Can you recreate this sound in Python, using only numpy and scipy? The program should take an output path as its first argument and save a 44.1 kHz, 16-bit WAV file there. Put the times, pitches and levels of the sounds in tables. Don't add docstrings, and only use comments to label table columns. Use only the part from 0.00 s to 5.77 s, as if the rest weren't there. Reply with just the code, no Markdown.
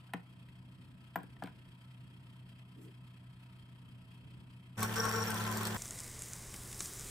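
import sys
import numpy as np
from scipy import signal
from scipy.fft import rfft, irfft, next_fast_len
from scipy.io import wavfile
from scipy.ndimage import uniform_filter1d

SR = 44100
rng = np.random.default_rng(int(sys.argv[2]) if len(sys.argv) > 2 else 0)


def how_loud(loudness_db):
    steps = np.asarray(loudness_db, float) / 20
    return 10 ** steps


def transcribe(u):
    v = np.clip(np.atleast_2d(u).T, -1, 1)
    q = np.round(v * 32767).astype(np.int16)
    wavfile.write(sys.argv[1], SR, q)


N = 254456
CUT_S = 4.766

# (time [s], stroke rate [Hz], level [dB])
FILL_PUMP = [(0, 30.83, -60), (.6, 30.9, -55.5), (1.2, 31.12, -59), (2, 30.95, -56), (3, 30.93, -55.5),
             (4, 30.72, -57), (4.76, 31.03, -55)]
BREW_PUMP = [(4.78, 36.49, -41.5), (5.05, 36.51, -44.5), (5.4, 36.17, -43), (5.77, 35.81, -43)]
# (multiple of the stroke rate [1], level [dB])
FILL_ORDERS = [(2, -22), (3, -14), (4, 0), (5, -22), (5.67, -13), (6, -10), (7, -22), (8, -17), (9, -25),
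               (10, -26), (11.6, -28)]
BREW_ORDERS = [(3, 0), (4, -24), (5, -8), (6, -2), (8, -20), (10, -15), (12, -17), (13, -21), (14, -17),
               (16, -22), (18, -20), (19, -22), (20, -21), (21, -16), (23, -22), (24, -14), (27, -16),
               (30, -16), (33, -21), (36, -18), (39, -21), (43, -17), (49, -20), (52, -22)]
# (frequency [Hz], density [dB per Hz])
RUMBLE = [(12, -67), (20, -30), (70, -8), (97, -13.5), (124, -6), (141, -6.5), (245, -13), (458, -28.5),
          (600, -32), (780, -80), (1320, -120)]
HISS = [(300, -40), (500, -7.5), (1000, -5.5), (2000, -2.5), (3300, -6), (3700, -11), (5000, -15),
        (6500, -24.5), (7300, -21.5), (8600, -15.5), (10000, -18.5), (13500, -25), (15500, -25.5)]
SPRAY = [(18, -55), (35, -22), (70, 3.5), (250, -5), (600, -3), (1600, 3.5), (2200, -3), (4000, -9.5),
         (7000, -12.5), (9000, -9.5), (11000, -13), (14000, -13.5), (15600, -10.5)]
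RUB = [(150, -23), (310, 11.5), (470, -19), (700, -23), (5000, -48), (9000, -35), (15000, -43)]
RUMBLE_DB, HISS_DB = -62, -67
# (frequency [Hz], width [Hz], level over the hiss [dB])
CASING = [(664, 48, 11), (939, 75, 10), (1018, 53, 7), (1190, 51, 2.5), (1303, 42, 11), (2584, 60, 11),
          (2870, 50, 8), (3120, 39, 12), (3248, 39.5, 15.5), (3680, 64, 6), (4230, 39, 11),
          (4800, 26, 12.5), (5070, 37, 10.5)]
# (frequency [Hz], width [Hz], level over the spray [dB])
SPOUT = [(3310, 360, 4.5), (4680, 120, 2), (6280, 150, 8), (7240, 160, 9), (8700, 270, 4.5),
         (13400, 300, 8.5)]

# (frequency [Hz], width [Hz], level [dB])
MUG_WALL = [(890, 38, -8), (1360, 36, -3.5), (1531, 54, -1.5), (1786, 6.8, -11), (1930, 10, -26)]
# (time [s], frequency [Hz], level [dB])
MUG_AIR = [(4.77, 446, 4.5), (5.33, 456, -3.5), (5.35, 345, -3), (5.57, 392, 8), (5.77, 382.7, 10)]
# (start [s], length [s], push [dB], gurgle level [dB], gurgle start [Hz])
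SURGES = [(4.815, 0.044, -3.5, -42.5, 1141), (4.962, .143, 1.5, -42.5, 1170), (5.128, 0.111, 1, -46, 1162),
          (5.258, 0.058, -4, -68, 1070), (5.335, 0.093, -12, -51, 1069), (5.445, 0.098, -18, -46.5, 1085),
          (5.55, 0.034, -15, -63, 1010), (5.6, 0.036, -12, -52, 1110), (5.68, .06, -24, -67, 1070),
          (5.745, .05, -22, -47, 1043)]
SURGE_EDGE_S, REST_DB, GURGLE_REST_DB, SAG_HZ, SAG_S = 0.01813, -12, -62.5, 90.1, .05
WALL_DB, AIR_DB, SPRAY_DB, WHISTLE_DB = -43, -47, -44, -43
WALL_SHARE, AIR_SHARE, SPRAY_SHARE, WHISTLE_SHARE = 0.77, 1.42, 0.19, 0.67
WHISTLE_HZ, WHISTLE_WIDTH = 5607, 110
SHIFT_S, DRY_SPOUT_DB = 5.322, -5.5
# (time [s], burst level [dB], ring
# frequency [Hz], ring level [dB])
SPATTERS = [(4.7775, -38, 3200, -50), (4.805, -30, 4800, -45), (4.9014, -49, 3100, -51),
            (4.9357, -46, 4600, -41), (4.964, -30.5, 4560, -30), (5.0532, -25.5, 5240, -48),
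            (5.0928, -28.5, 3240, -48), (5.124, -30, 3600, -43), (5.1607, -30, 3430, -36),
            (5.2375, -33, 4530, -39), (5.263, -39, 4800, -50), (5.3043, -24, 5300, -44),
            (5.3433, -27, 3364, -45), (5.4064, -36, 3380, -39), (5.45, -45, 3420, -33),
            (5.5145, -29, 3900, -57), (5.5723, -26, 2860, -59), (5.6327, -28, 3200, -37),
            (5.653, -27, 4270, -29), (5.671, -24.5, 4530, -36),
            (4.8289, -21, 1090, -28.5),
    (4.8315, -23.5, 3150, -33.5),
]
DROPLET_LOW_HZ, DROPLET_HIGH_HZ, DROPLET_DB = 6830, 9200, -12
DROPS_PER_S, DROP_S, DROP_SIZE = 70, 0.0017, 0.85

# (time [s], lid [dB], key [dB], switch tick [dB], key stiffness [factor on its modes])
PRESSES = [(.093, -57, -57, -71, 0.84), (0.1356, -31.5, -30.5, -38.5, 1.015), (.145, -60, -45, -55, 0.75),
           (.487, -78, -54, -62, 1.07), (1.1576, -25.5, -35.5, -42.5, 0.93), (1.188, -68, -64, -54, 1.6),
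           (1.232, -61, -56, -51, 0.9), (1.366, -60, -52, -70, 1.04), (1.4224, -30.5, -56, -63, 1),
           (1.437, -46, -41, -46, 1.78), (1.446, -66, -48, -58, 0.88), (1.459, -59, -46.5, -57, 1.25),
           (1.472, -50, -48, -54, 1.3), (1.475, -53, -47, -65, 0.85), (1.483, -52, -54, -67, 0.93)]
# (frequency [Hz], level [dB], t60 [s])
LID = [(600, -10, .05), (770, 0, .09), (985, -4, .07), (1405, -8, .05), (1700, -9, .05)]
KEY = [(1773, 7, 0.023), (1970, -12, 0.039), (2460, -5, 0.07), (2790, -9.5, 0.039), (3105, -6.5, 0.032),
       (3800, -2.5, 0.0098)]
SWITCH = [(8580, 0, 0.0075), (10800, -10, 0.0049), (12040, -5, 0.0075), (14400, -2, 0.0062),
          (14200, -13, 0.0065)]
BODY = [(175.4, -7, 0.15), (277.5, -2.5, 0.043), (455, -2.5, 0.024)]
# (level [dB], frequency [Hz], t60 [s])
DOME = (-37, 14200, 0.034)
DOME_S = 1.158
# (time [s], level [dB])
ROCKS = [
    (.144, -34.5),
    (1.174, -41),
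    (1.188, -43),
    (1.205, -45),
    (1.238, -45.5),
    (1.441, -36.5),
]
THUMP_DB = -11
THUD_DB, THUD_LOW_HZ, THUD_HIGH_HZ, THUD_T60, SHIVER_DB, SHIVER_T60 = -5.5, 550, 1770, 0.033, -20, 0.28

# (rise [s], hold [s], release [s])
GRIP = (.03, .11, .05)
BRUSH = (.025, .03, .05)
GRIP_S, BRUSH_S, GRIP_DB, BRUSH_DB = 2.745, 2.795, -58.5, -70

# (frequency [Hz], correlation [0 to 1])
SAME = [(30, 1), (200, 0.92), (400, 0.77), (800, 0.48), (2000, 0.29), (3000, 0.4), (7000, 0.98)]
SAME_NEAR = [(30, 0.34), (250, 0.33), (800, 0.44), (2000, 0.16), (3200, 0.17), (7000, 0.37)]
# (frequency [Hz], difference [dB])
LEAN = [(100, -1.5), (300, 1.5), (1000, 4.5), (2000, -3), (4500, 6), (7000, 5)]
LEAN_NEAR = [(100, 10), (300, 12.5), (1000, 7.5), (2000, -2), (7000, 0.5)]
# (frequency [Hz], lag [rad])
LEAD = [(300, 0.5), (1500, -0.5), (2500, 5), (3300, 1.55), (4500, 1), (7000, 1)]
TREBLE_HZ, IN_STEP_HZ, COMB_HZ, EDGE_HZ = 7400, 8020, 3070, 15950


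def pump(rows, orders, waver_db, slip):
    hz, level_db = columns(rows)
    strokes = np.cumsum(hz) / SR
    hum = 0
    for k, db in orders:
        level = how_loud(db + waver_db * wander(15))
        phase = 2 * np.pi * (k * strokes + rng.random()) + slip * wander(9)
        hum = hum + level * np.cos(phase)
    return np.sqrt(2) * how_loud(level_db) * hum, strokes


def filling():
    hum, strokes = pump(FILL_PUMP, FILL_ORDERS, 1.5, 0.31)
    throb_db = 3.78 * np.cos(2 * np.pi * (strokes - .3)) + 1.5 * wander(12)
    hiss = how_loud(HISS_DB) * noise(HISS, SAME, LEAN, CASING, .9, size=2048)
    steady = signal.filtfilt(*signal.butter(2, 1700, fs=SR), hiss)
    throbbing = steady * how_loud(0.049 * throb_db) + (hiss - steady) * how_loud(throb_db - 0.5)
    rumble = how_loud(RUMBLE_DB + 1.95 * wander(2.6)) * noise(RUMBLE, SAME, LEAN, (), 0.79, size=2048)
    return hum * how_loud([[.1], [-.1]]) + throbbing + rumble


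def brewing():
    hum, strokes = pump(BREW_PUMP, BREW_ORDERS, 1.66, 0.13)
    push_db, gurgle, gurgle_hz = surges()
    flicker_db = 0.98 * wander(60) + 0.31 * np.cos(2 * np.pi * 2 * strokes)
    spray_level = how_loud(SPRAY_DB + SPRAY_SHARE * push_db + 4.5 + flicker_db) * crackle()
    spray = spray_level * noise(SPRAY, SAME_NEAR, LEAN_NEAR, SPOUT, 1.96, size=512)
    slosh = rng.standard_normal((2, N)) + 1.14 * rng.standard_normal(N)
    whistle = resonate(resonate(slosh, WHISTLE_HZ, WHISTLE_WIDTH), WHISTLE_HZ, 930)
    whistle_db = WHISTLE_DB + WHISTLE_SHARE * push_db + DRY_SPOUT_DB * swell(SHIFT_S, .01, 1, .01)
    whistle = how_loud(whistle_db - 5.0 + 3.4 * wander(70)) * whistle
    return hum * how_loud([[-.3], [.3]]) + spray + whistle + mug(slosh, push_db, gurgle, gurgle_hz) + spatter()


def surges():
    t, hz = np.arange(N) / SR, np.full(N, SURGES[0][-1] * 1.0)
    push, gurgle = how_loud(REST_DB), how_loud(GURGLE_REST_DB)
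    for s, length, push_db, gurgle_db, start_hz in SURGES:
        shape = swell(s - SURGE_EDGE_S / 2, SURGE_EDGE_S, length - SURGE_EDGE_S, SURGE_EDGE_S)
        push = push + how_loud(push_db) * shape
        gurgle = gurgle + how_loud(gurgle_db) * shape
        sagging = start_hz - SAG_HZ * (1 - np.exp(-np.maximum(t - s, 0) / SAG_S))
        hz = np.where(t > s - SURGE_EDGE_S, sagging, hz)
    return 20 * np.log10(push), gurgle, uniform_filter1d(hz, size=400)


def mug(slosh, push_db, gurgle, gurgle_hz):
    wall = 0
    for f, width, db in MUG_WALL:
        level = how_loud(db + 1.3 * wander(30))
        wall = wall + level * bubble(slosh, f * (1 + 0.0044 * wander(8)), width, 0.88)
    wall = how_loud(WALL_DB + WALL_SHARE * push_db) * evened(wall)
    air_hz, air_db = columns(MUG_AIR)
    air = how_loud(AIR_DB + air_db + AIR_SHARE * push_db) * bubble(slosh, air_hz, 28, 1.0)
    return (wall + air + gurgle * bubble(slosh, gurgle_hz, 51, 1.16)) * how_loud([[1.6], [-1.6]])


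def bubble(slosh, hz, width, clear):
    tone = np.sqrt(2) * np.cos(2 * np.pi * np.cumsum(hz * (1 + 0.0059 * wander(40))) / SR)
    shaken = clear * tone * how_loud(2 * wander(35))
    return evened(shaken + resonate(resonate(slosh, hz, width), hz, 3 * width))


def crackle():
    drops = (rng.random(N) < DROPS_PER_S / SR) * rng.exponential(DROP_SIZE, N)
    return evened(1 + signal.lfilter([1], [1, -np.exp(-1 / (DROP_S * SR))], drops))


def spatter():
    dry, t = np.zeros(N), np.arange(700) / SR
    for s, db, low_hz, low_db in SPATTERS:
        puff = rng.standard_normal(len(t)) * how_loud(-60 * t / 0.014)
        surface = [(low_hz, 0, .012), (1.15 * low_hz, -2, .01), (1.3 * low_hz, -3, .01)]
        droplet = [(rng.uniform(DROPLET_LOW_HZ, DROPLET_HIGH_HZ), 0, .016)]
        add(dry, s, how_loud(low_db - 0.5) * ring(surface, rough=0.86, size=20))
        add(dry, s, how_loud(db + DROPLET_DB) * ring(droplet, rough=0.39))
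        add(dry, s, how_loud(db - 6.5) * (puff[1:] - 0.58 * puff[:-1]))
    return dry * how_loud([[.8], [-.8]]) + how_loud(-5.5) * kitchen(dry, .11, 9000)


def buttons():
    dry = np.zeros(N)
    for s, lid_db, key_db, tick_db, stiffness in PRESSES:
        add(dry, s, how_loud(tick_db) * ring(SWITCH, rough=0.52))
        add(dry, s, how_loud(key_db) * ring(KEY, stiffness, rough=0.62, held=0.0068, size=40))
        add(dry, s - .0004, how_loud(lid_db) * ring(LID, rough=0.28, rise=0.0008, held=0.0065, size=60))
        add(dry, s, how_loud(lid_db + THUD_DB) * thud())
        add(dry, s + 0.00386, how_loud(lid_db + THUMP_DB) * ring(BODY, rise=0.0033))
    for s, db in ROCKS:
        add(dry, s, how_loud(db) * ring(BODY, rise=0.0017))
    dome_db, dome_hz, dome_t60 = DOME
    add(dry, DOME_S, how_loud(dome_db) * ring([(dome_hz, 0, dome_t60)], rough=.5))
    return dry * how_loud([[1.5], [-1.5]]) + how_loud(-13.5) * kitchen(dry)


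def thud():
    t = np.arange(SR // 5) / SR
    band = signal.butter(3, [THUD_LOW_HZ, THUD_HIGH_HZ], "band", fs=SR)
    shaken = signal.lfilter(*band, rng.standard_normal(len(t)))
    decay = how_loud(-60 * t / THUD_T60) + how_loud(SHIVER_DB - 60 * t / SHIVER_T60)
    return evened(shaken) / 2 * decay * np.minimum(t / 0.00091, 1)


def ring(modes, stiffness=1, rough=0, rise=0.00043, held=1, size=12):
    t = np.arange(SR // 5) / SR
    shake = 1 + rough * evened(uniform_filter1d(rng.standard_normal((len(modes), len(t))), size=size))
    tone = 0
    for k, (f, db, t60) in enumerate(modes):
        decay = how_loud(db - 60 * t * stiffness ** 1.4 / t60)
        sense = (-1) ** k
        tone = tone + sense * decay * np.cos(2 * np.pi * f * stiffness * t) * shake[k]
    tone = tone * (1 - np.exp(-t / rise)) * how_loud(-17 * np.clip((t - held) / 0.0016, 0, 1))
    return tone / abs(tone).max()


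def grip():
    rub = swell(GRIP_S, *GRIP) * how_loud(GRIP_DB + 0.99 * wander(32)) * noise(RUB, SAME, LEAN, size=512)
    bright = noise([(3000, -16), (8000, -3), (15000, -6)], SAME, LEAN, size=512)
    return rub + swell(BRUSH_S, *BRUSH) * how_loud(BRUSH_DB) * bright


def kitchen(x, t60=0.22, treble_hz=3000):
    t = np.arange(SR // 3) / SR
    tail = rng.standard_normal((2, len(t))) * how_loud(-60 * t / t60) * (t > .002)
    tail = signal.lfilter(*signal.butter(1, treble_hz, fs=SR), tail)
    return signal.fftconvolve(x[None], tail / np.linalg.norm(tail[0]), axes=1)[:, :N]


def noise(spectrum, same, lean, peaks=(), patchy_db=0.5, size=1024):
    hz = np.fft.rfftfreq(size, 1 / SR)
    a, b, c, d, patches = rng.standard_normal((4 * N // size + 5, len(hz), 5)).T
    patches = evened(uniform_filter1d(uniform_filter1d(patches, size=10, axis=0), size=10, axis=1))
    shape_db = read(spectrum, hz) + sum(db / (1 + (2 * (hz - f) / w) ** 2) for f, w, db in peaks)
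    like = np.clip(read(same, hz), 0, 1)[:, None]
    left, other = a + 1j * b, c + 1j * d
    lag = np.exp(-1j * read(LEAD, hz))[:, None]
    right = like * left * lag + np.sqrt(1 - like ** 2) * other
    tilt = how_loud(read(lean, hz) / 2)[:, None]
    z = np.array([left * tilt, right / tilt]) * how_loud(shape_db[:, None] + patchy_db * patches)
    return evened(signal.istft(z, nperseg=size, noverlap=3 * size // 4)[1][:, :N])


def resonate(x, hz, width):
    turn = np.exp(2j * np.pi * np.cumsum(hz * np.ones(N)) / SR)
    r = np.exp(-np.pi * width / SR)
    return evened((turn * signal.lfilter([1 - r], [1, -r], x / turn)).real)


def swell(start, rise, hold, release):
    t = np.arange(N) / SR - start
    return np.clip(np.minimum(t / rise, (rise + hold + release - t) / release), 0, 1) ** 2


def wander(hz):
    steps = rng.standard_normal(int(N / SR * hz * 2) + 2)
    return evened(signal.resample(steps, N))


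def evened(x):
    return x / np.sqrt(np.mean(x ** 2) + 1e-20)


def read(points, hz):
    f, value = np.transpose(points)
    return np.interp(np.log(hz + 1), np.log(f + 1), value)


def columns(rows):
    s, *rest = np.transpose(rows)
    return [np.interp(np.arange(N) / SR, s, c) for c in rest]


def add(mix, s, sound):
    part = mix[round(s * SR):][:len(sound)]
    part += sound[:len(part)]


def scene():
    t = np.arange(N) / SR
    out = np.clip((CUT_S - t) / 0.003, 0, 1)
    into = np.clip((t - CUT_S) / 0.027, 0, 1)
    return out * (filling() + buttons() + grip()) + into * brewing()


def roll_off(x):
    return signal.sosfilt(signal.butter(12, 16440, fs=SR, output="sos"), x)


def record(dry):
    size = next_fast_len(N)
    hz = np.fft.rfftfreq(size, 1 / SR)
    left, right = rfft(dry, size)
    shared = np.clip((hz - TREBLE_HZ) / 600 + .5, 0, 1)
    early = left * np.exp(2j * np.pi * (hz - IN_STEP_HZ) / COMB_HZ)
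    right = shared * early + np.sqrt(1 - shared ** 2) * right
    low_cut = 1 / np.sqrt(1 + (34 / (hz + 1)) ** 6)
    edge = how_loud(-np.clip(hz - EDGE_HZ + 250, 0, 1000) * .08) * low_cut
    mix = irfft(np.array([left, right]) * edge, size)[:, :N]
    return roll_off(mix)


dry = scene()
out = record(dry)
transcribe(out)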